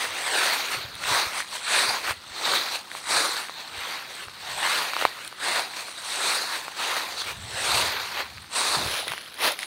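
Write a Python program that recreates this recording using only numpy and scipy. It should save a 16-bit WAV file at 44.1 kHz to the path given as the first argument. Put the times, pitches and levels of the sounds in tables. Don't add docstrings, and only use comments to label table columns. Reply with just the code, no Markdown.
import sys
import numpy as np
from scipy import signal
from scipy.fft import rfft, irfft, next_fast_len
from scipy.io import wavfile
from scipy.ndimage import uniform_filter1d

SR = 44100
rng = np.random.default_rng(int(sys.argv[2]) if len(sys.argv) > 2 else 0)


def master(y):
    cut = np.clip(np.atleast_2d(y).T, -1, 1)
    pcm = np.round(cut * 32767)
    wavfile.write(sys.argv[1], SR, pcm.astype(np.int16))


N = 426006
T = np.arange(N) / SR

# full weight at seconds, level in dB, rise, hold and fall in seconds,
# then crisp treble, papery rasp, hollow body, fine sizzle and 3 kHz notch as tone offsets in dB.
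STRIDES = [(0.365, -23.5, 0.28, 0.099, 0.42, -9.5, -5.5, -16, -17, -1),
           (1.094, -23, 0.11, 0.093, 0.17, -10.5, -4.5, -15.5, -17.5, -4),
           (1.73, -21, .126, 0.067, .25, -7, -4.5, -17.5, -21, -2.5),
           (2.475, -24.5, .19, 0.074, .23, -12.5, -2.5, -15, -17, -1),
           (3.11, -23, .075, 0.091, 0.24, -5.5, -2.5, -13.5, -19, -3),
           (3.838, -32, .28, 0.074, 0.28, -14, -5.1, -16.5, -18, -0.5),
           (4.641, -25.5, .2, 0.079, 0.49, -10, -6, -15.5, -18, 0.5),
           (5.441, -25, 0.061, 0.14, 0.14, -9.5, -5, -15, -21.5, -3),
           (6.259, -24, .21, .035, .33, -6.5, -3.5, -15.5, -18, -2),
           (6.8, -28, .07, .17, 0.29, -9.5, -4.5, -14, -18, 0.5),
           (7.696, -23, 0.27, 0.06, 0.44, -7.5, -3, -15.5, -18, -1),
           (8.56, -25.4, .05, .15, .4, -4, -1.6, -14, -20, -1),
           (9.438, -22.5, .06, .036, .075, -12.5, -4.5, -13.5, -15.5, -6)]
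DRIFT_DB_PER_S = (-22.5, -1, 2.5, 13, -10)
# peak time in seconds, level in dB, rise and fall in seconds,
# crisp and rasp offsets in dB.
SCUFFS = [(.025, -27, .24, 0.092, -9.5, -7.5), (.188, -32, 0.31, 0.13, -12, -6.5),
          (.728, -28, 0.063, .07, -12, -6), (.82, -38.5, .14, 0.11, -30, 1),
          (1.38, -30.5, .16, 0.053, -5, -6.5), (1.541, -34.5, .11, 0.081, -6, -2),
          (1.935, -29, .15, 0.094, -14, -5.3), (2.092, -26, .11, 0.034, -12.5, -8.5),
          (2.738, -30.5, .12, 0.071, -9, -2), (2.965, -38, .17, 0.062, -4.5, -4),
          (3.375, -31.3, .14, .11, -10, -5), (3.58, -38, .11, .2, -17, -2),
          (4.116, -41, .13, 0.099, -6, -3.7), (4.216, -37, .18, 0.051, -10.5, -6.5),
          (4.501, -34, 0.21, .08, -13, -3.5), (5.003, -28, 0.087, .09, -13, -6.5),
          (5.255, -41, 0.26, 0.039, -6, -8), (5.797, -33.5, 0.19, 0.058, -9.5, -3),
          (5.874, -40, .07, .09, -7, -3.5), (6.133, -31.5, 0.29, 0.091, -6, -2),
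          (6.537, -29.5, .11, 0.092, -9.5, -6.5), (6.65, -39.5, 0.16, 0.19, -11.5, -5),
          (7.19, -35.5, .12, .1, -9, 4.5), (7.291, -31, .1, 0.054, -12, -6),
          (7.947, -34, 0.25, 0.11, -46.5, -12), (8.186, -28, .15, .07, -20.5, -8.5),
          (8.98, -32, 0.29, 0.065, -10, -2), (9.1, -36, .08, 0.093, -12, -9),
          (9.608, -38.5, 0.086, 0.077, -7, -1)]
# Body, sizzle and notch offsets in dB, for scuffs and tail.
SCUFF_TONE_DB = (-15, -16, 0)
# mean delay in milliseconds, rms gain.
ECHOES = [(.3, .07), (.62, .09), (1.1, .12)]
# start in seconds, relative level in dB, pitch in Hz.
SNAPS = [(.7396, -17.5, 1512), (1.0391, -16, 1950), (1.4038, -14, 1700), (1.423, -21, 1900),
         (2.0947, -14, 1480), (2.1088, -13, 1300), (2.5364, -12, 1199), (2.9156, -20, 1900),
         (2.9508, -19.5, 1110), (3.4956, -20, 1080), (4.2837, -24.5, 1370), (4.935, -13.5, 1310),
         (4.9659, -10.5, 1210), (5.0136, -13, 1250), (5.024, -11, 762), (5.052, .5, 1040),
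         (5.1905, -26, 1320), (5.3267, -25, 1210), (5.8836, -24, 1490), (6.6813, -17.5, 1180),
         (8.2054, -19, 1300), (9.071, -21, 560), (9.08, -20, 1560), (9.1194, -17, 1500), (9.136, -18, 1130),
         (9.1789, -20, 1850), (9.5907, -19, 2130), (9.6307, -16, 2080)]
# multiple of the pitch, relative level in dB, 60 dB decay in seconds.
TWIG_MODES = [(1, 16.5, 0.0037), (1.75, 6.5, 0.0034), (3.9, 0, 0.0065)]
# start in seconds, relative level in dB.
TICKS = [(.9534, -20), (1.3763, -17), (5.248, -18), (5.2767, -16), (7.1975, -19.5), (8.4224, -26),
         (9.0804, -9), (9.1022, -18), (9.1354, -21), (9.2154, -26), (9.3417, -22), (9.3605, -30),
         (9.5192, -13), (9.5904, -14.5), (9.6086, -16)]
# centre in seconds, relative level in dB, pitch in Hz.
THUDS = [(.779, -35, 127.6), (0.856, -33, 104), (0.955, -39, 94), (1.116, -32, 110), (1.271, -38, 89),
         (1.89, -39.5, 106), (2.11, -32, 86.44), (2.315, -44, 80.8), (3.17, -46.5, 120.1), (3.784, -38, 89),
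         (4.277, -42, 83.2), (5.053, -40, 75), (7.451, -33, 94.99), (7.548, -32, 99.5), (7.764, -29.5, 119),
         (8.37, -34, 93.05), (8.775, -30.5, 159.8), (8.863, -28, 92), (9.111, -36, 141)]
# centre in seconds, level in dB, half width in seconds.
RUMBLE_SWELLS = [(.08, -60, 0.087), (1.051, -54, .17), (2.12, -61, 0.25), (4.55, -53, .1),
                 (7.38, -45, 0.077), (7.76, -44.5, 0.16), (8.37, -48.5, 0.069), (8.87, -48, 0.063)]
# frequency in Hz, gain in dB.
FAR_LEAF_COLOUR = [(100, -22.5), (250, -10.5), (600, -3), (950, 1.8), (1600, 0), (2500, -1), (3050, -6),
                   (3850, 3), (4450, 2), (5100, -7.5), (6100, -7), (7300, -12), (8600, -5.5),
                   (11300, -22.5), (15500, -27.5)]
NEAR_LEAF_COLOUR = [(100, -18), (250, -8.5), (600, 0), (1600, 2), (3100, 2), (4000, 3.5), (5500, -7),
                    (7700, -16), (9700, -4), (10700, -8.5), (11800, -19), (13500, -21), (15000, -21.5)]
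TICK_COLOUR = [(500, -28), (2000, -5), (4200, 11), (7000, -14), (9500, 10.5), (12000, -13), (15000, -7)]
RUMBLE_COLOUR = [(25, -28), (50, -9), (78, 2.5), (115, -4), (180, -6.5), (500, -40)]
AIR_COLOUR = [(20, -54), (80, 6), (300, 6), (1000, -15), (4000, 7.5), (8000, -32), (15000, -15.5)]


def leaves(turn_start_s=8.765, turn_end_s=8.89):
    crush_db, push_db, crisp_db, rasp_db, body_db, sizzle_db, notch_depth_db, swish_hz = gait()
    near = np.clip((T - turn_start_s) / (turn_end_s - turn_start_s), 0, 1)
    cracks_per_s = 5500 * undb(.75 * (crush_db + 28) - 7 * near)
    grains = reflect(crackle(cracks_per_s))
    rustle = swish(grains, swish_hz) * (1 - near) + colour(grains, NEAR_LEAF_COLOUR) * near
    hollow_db = .5 * (rasp_db + 3.5) + .45 * (body_db + 13)
    knock_db = push_db - 5.5 + .35 * (body_db + 13.5) - .08 * (rasp_db + 5.5)
    crunch_db = -5.5 - hollow_db
    notch_db = notch_depth_db - 10.5 - .74 * hollow_db
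    hiss_db = .36 * rasp_db + .38 * crisp_db + .32 * sizzle_db + 2.2 * near - .8
    bands = split(rustle, edges_hz=(600, 1400, 2750, 3350, 5000, 7500, 11300))
    bands_db = body_db + push_db - .6, knock_db, crunch_db, notch_db, rasp_db, hiss_db, crisp_db, sizzle_db
    rustle = sum(unit(part) * undb(db) for part, db in zip(bands, bands_db))
    return rustle * undb(crush_db + slips() - 1)


def gait(tail_db=-48, load_db=2, stride_hz=8610, glide_hz=417, glide_s=.15, scuff_hz=8770):
    t = T[::50]
    total_power = np.full(len(t), undb(tail_db) ** 2)
    tone_sum = np.outer([-10.5, -4, *SCUFF_TONE_DB, scuff_hz], total_power)
    push_db = 0
    for at_s, db, rise_s, hold_s, fall_s, *tone_db in STRIDES:
        since_s = t - at_s
        load = np.clip(since_s / hold_s, 0, 1) - .5
        power = swell(since_s, db, rise_s, hold_s, fall_s) * undb(load_db * load) ** 2
        drift_db = np.outer(DRIFT_DB_PER_S, np.clip(since_s, -.1, .23))
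        tone_sum[:-1] += power * (np.array(tone_db)[:, None] + drift_db)
        tone_sum[-1] += power * (stride_hz + glide_hz * np.clip(since_s / glide_s, -1, 1))
        push_db += 1 / (1 + ((since_s - .27 * hold_s) / .058) ** 2)
        total_power += power
    for at_s, db, rise_s, fall_s, crisp_db, rasp_db in SCUFFS:
        power = swell(t - at_s, db, rise_s, hold_s=.02, fall_s=fall_s)
        tone_sum += np.outer([crisp_db, rasp_db, *SCUFF_TONE_DB, scuff_hz], power)
        total_power += power
    controls = 10 * np.log10(total_power), push_db, *(tone_sum / total_power)
    return [np.interp(T, t, control) for control in controls]


def swell(since_s, db, rise_s, hold_s, fall_s, shoulder_db=1.04):
    away = np.maximum(-since_s / rise_s, (since_s - hold_s) / fall_s)
    drop_db = np.hypot(20 * np.clip(away, 0, 10), shoulder_db) - shoulder_db
    return undb(db - drop_db) ** 2


def crackle(rate_per_s, ring_db=1.5, flicker_db=2.5, scatter_db=-9, scatter_t60_s=.019):
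    cracks = fractures(rate_per_s, spread_db=2)
    edges_hz = np.linspace(np.sqrt(300), np.sqrt(16000), 27) ** 2
    rings = 0
    for lo_hz, hi_hz in zip(edges_hz, edges_hz[1:]):
        ring = band(fractures(rate_per_s / 3.5, spread_db=4), lo_hz, hi_hz)
        rings += ring * undb(flicker_db * wander(rate_hz=30))
    direct = unit(cracks + undb(ring_db) * unit(rings))
    shaken_power = signal.lfilter([1], [1, -undb(-120 / (scatter_t60_s * SR))], direct ** 2)
    scatter = unit(np.sqrt(shaken_power) * rng.standard_normal(N))
    return unit(direct + undb(scatter_db) * scatter)


def fractures(rate_per_s, spread_db):
    at = np.flatnonzero(rng.random(N) * SR < rate_per_s)
    sizes = undb(spread_db * np.clip(rng.standard_normal(len(at)), -3, 3))
    clicks = np.zeros(N)
    clicks[at] = sizes * rng.choice([-1, 1], len(at)) / np.sqrt(rate_per_s[at])
    return unit(clicks)


def swish(grains, centre_hz):
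    stops_hz = np.linspace(8100, 9600, 6)
    hz, db = np.transpose(FAR_LEAF_COLOUR)
    out = 0
    for stop_hz, share in zip(stops_hz, np.eye(len(stops_hz))):
        moved_hz = hz * (stop_hz / 8700) ** np.minimum(hz / 8000, 1.2)
        crossfade = np.interp(centre_hz, stops_hz, share)
        out += colour(grains, np.column_stack([moved_hz, db])) * crossfade
    return out


def slips(rate_per_s=44, decay_s=.011, depth_db=.79):
    jolts = signal.lfilter([1], [1, -np.exp(-1 / (decay_s * SR))], rng.random(N) < rate_per_s / SR)
    return depth_db * unit(jolts - jolts.mean())


def reflect(x, wander_share=.2, wander_hz=6):
    out = x
    for delay_ms, gain in ECHOES:
        lag_s = delay_ms / 1000 * (1 + wander_share * wander(wander_hz))
        out = out + gain * wander(wander_hz) * np.interp(T - lag_s, T, x)
    return unit(out)


def snaps(gain_db=-1, rise_s=.00021, splinter_db=-22, splinter_t60_s=.007):
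    out, t = np.zeros(N), T[:SR // 50]
    for start_s, db, hz in SNAPS:
        modes = sum(undb(mode_db - 60 * t / t60_s) * np.sin(2 * np.pi * hz * ratio * t)
                    for ratio, mode_db, t60_s in TWIG_MODES)
        pop = band(modes * (1 - np.exp(-t / rise_s)), lo_hz=420, hi_hz=5400)
        splinter = undb(splinter_db - 60 * t / splinter_t60_s) * rng.standard_normal(len(t))
        add(out, start_s, undb(db + gain_db) * (pop / np.abs(pop).max() + splinter))
    return out


def ticks(gain_db=-5, t60_s=.0094):
    out, t = np.zeros(N), T[:SR // 50]
    for start_s, db in TICKS:
        burst = colour(rng.standard_normal(len(t)) * undb(-60 * t / t60_s), TICK_COLOUR)
        add(out, start_s, undb(db + gain_db) * burst / np.abs(burst).max())
    return out


def leaf_pops(level_db=-57, rate_per_s=25):
    clicks = fractures(np.full(N, rate_per_s), spread_db=6.5)
    return undb(level_db) * unit(band(clicks, lo_hz=1200, hi_hz=2600))


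def thuds(gain_db=-2.5, width_s=.0042):
    out, t = np.zeros(N), T[:SR // 5] - .1
    for centre_s, db, hz in THUDS:
        push = np.sin(2 * np.pi * hz * t) / np.cosh(t / width_s)
        add(out, centre_s + t[0], undb(db + gain_db) * push)
    return out


def handling(level_db=-40, centre_s=8.82, width_s=.04):
    envelope = np.exp(-.5 * ((T - centre_s) / width_s) ** 2)
    rub = unit(band(rng.standard_normal(N), lo_hz=140.1, hi_hz=518))
    return undb(level_db) * envelope * rub


def rumble(floor_db=-74.5, shudder_db=-21.5, shudder_s=.035):
    shudder, t = np.zeros(N), T[:SR // 5] - .1
    for centre_s, db, _ in THUDS:
        add(shudder, centre_s + t[0], undb(db + shudder_db) / np.cosh(t / shudder_s))
    envelope = undb(floor_db)
    for centre_s, db, half_width_s in RUMBLE_SWELLS:
        envelope = np.hypot(envelope, undb(db) / (1 + ((T - centre_s) / half_width_s) ** 2))
    return np.hypot(envelope, shudder) * unit(colour(rng.standard_normal(N), RUMBLE_COLOUR))


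def air(level_db=-52.5):
    return undb(level_db) * unit(colour(rng.standard_normal(N), AIR_COLOUR))


def undb(db):
    return np.exp(np.asarray(db) * (np.log(10) / 20))


def unit(x):
    return x / np.sqrt(np.mean(x ** 2))


def add(out, start_s, sound):
    i = int(start_s * SR)
    out[i:i + len(sound)] += sound[:N - i]


def band(x, lo_hz, hi_hz):
    return signal.sosfilt(signal.butter(2, [lo_hz, hi_hz], "band", fs=SR, output="sos"), x)


def colour(x, points, size=4096):
    hz, db = np.transpose(points)
    bins_hz = np.maximum(np.arange(size // 2 + 1) * SR / size, 1)
    gain = undb(np.interp(np.log(bins_hz), np.log(hz), db))
    cepstrum = irfft(np.log(gain))
    cepstrum[1:size // 2] *= 2
    cepstrum[size // 2 + 1:] = 0
    return signal.oaconvolve(x, irfft(np.exp(rfft(cepstrum))))[:len(x)]


def split(x, edges_hz, order=30):
    size = next_fast_len(N)
    spectrum = rfft(x, size)
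    bins_hz = np.arange(size // 2 + 1) * SR / size
    lowpasses = [0] + [1 / (1 + (bins_hz / hz) ** order) for hz in edges_hz] + [1]
    return [irfft(spectrum * (hi - lo), size)[:N] for lo, hi in zip(lowpasses, lowpasses[1:])]


def wander(rate_hz):
    hold = int(SR / rate_hz)
    steps = np.repeat(rng.standard_normal(N // hold + 1), hold)
    return unit(uniform_filter1d(steps, hold)[:N])


def scene():
    litter = snaps() + leaves() + leaf_pops() + ticks()
    lows = thuds() + rumble() + handling()
    mono = litter + lows + air()
    return np.array([mono, mono])


def record(dry):
    lowpass = signal.ellip(10, .2, 80, 15700, fs=SR, output="sos")
    return signal.sosfilt(lowpass, np.clip(dry, -1, 1))


dry = scene()
out = record(dry)
master(out)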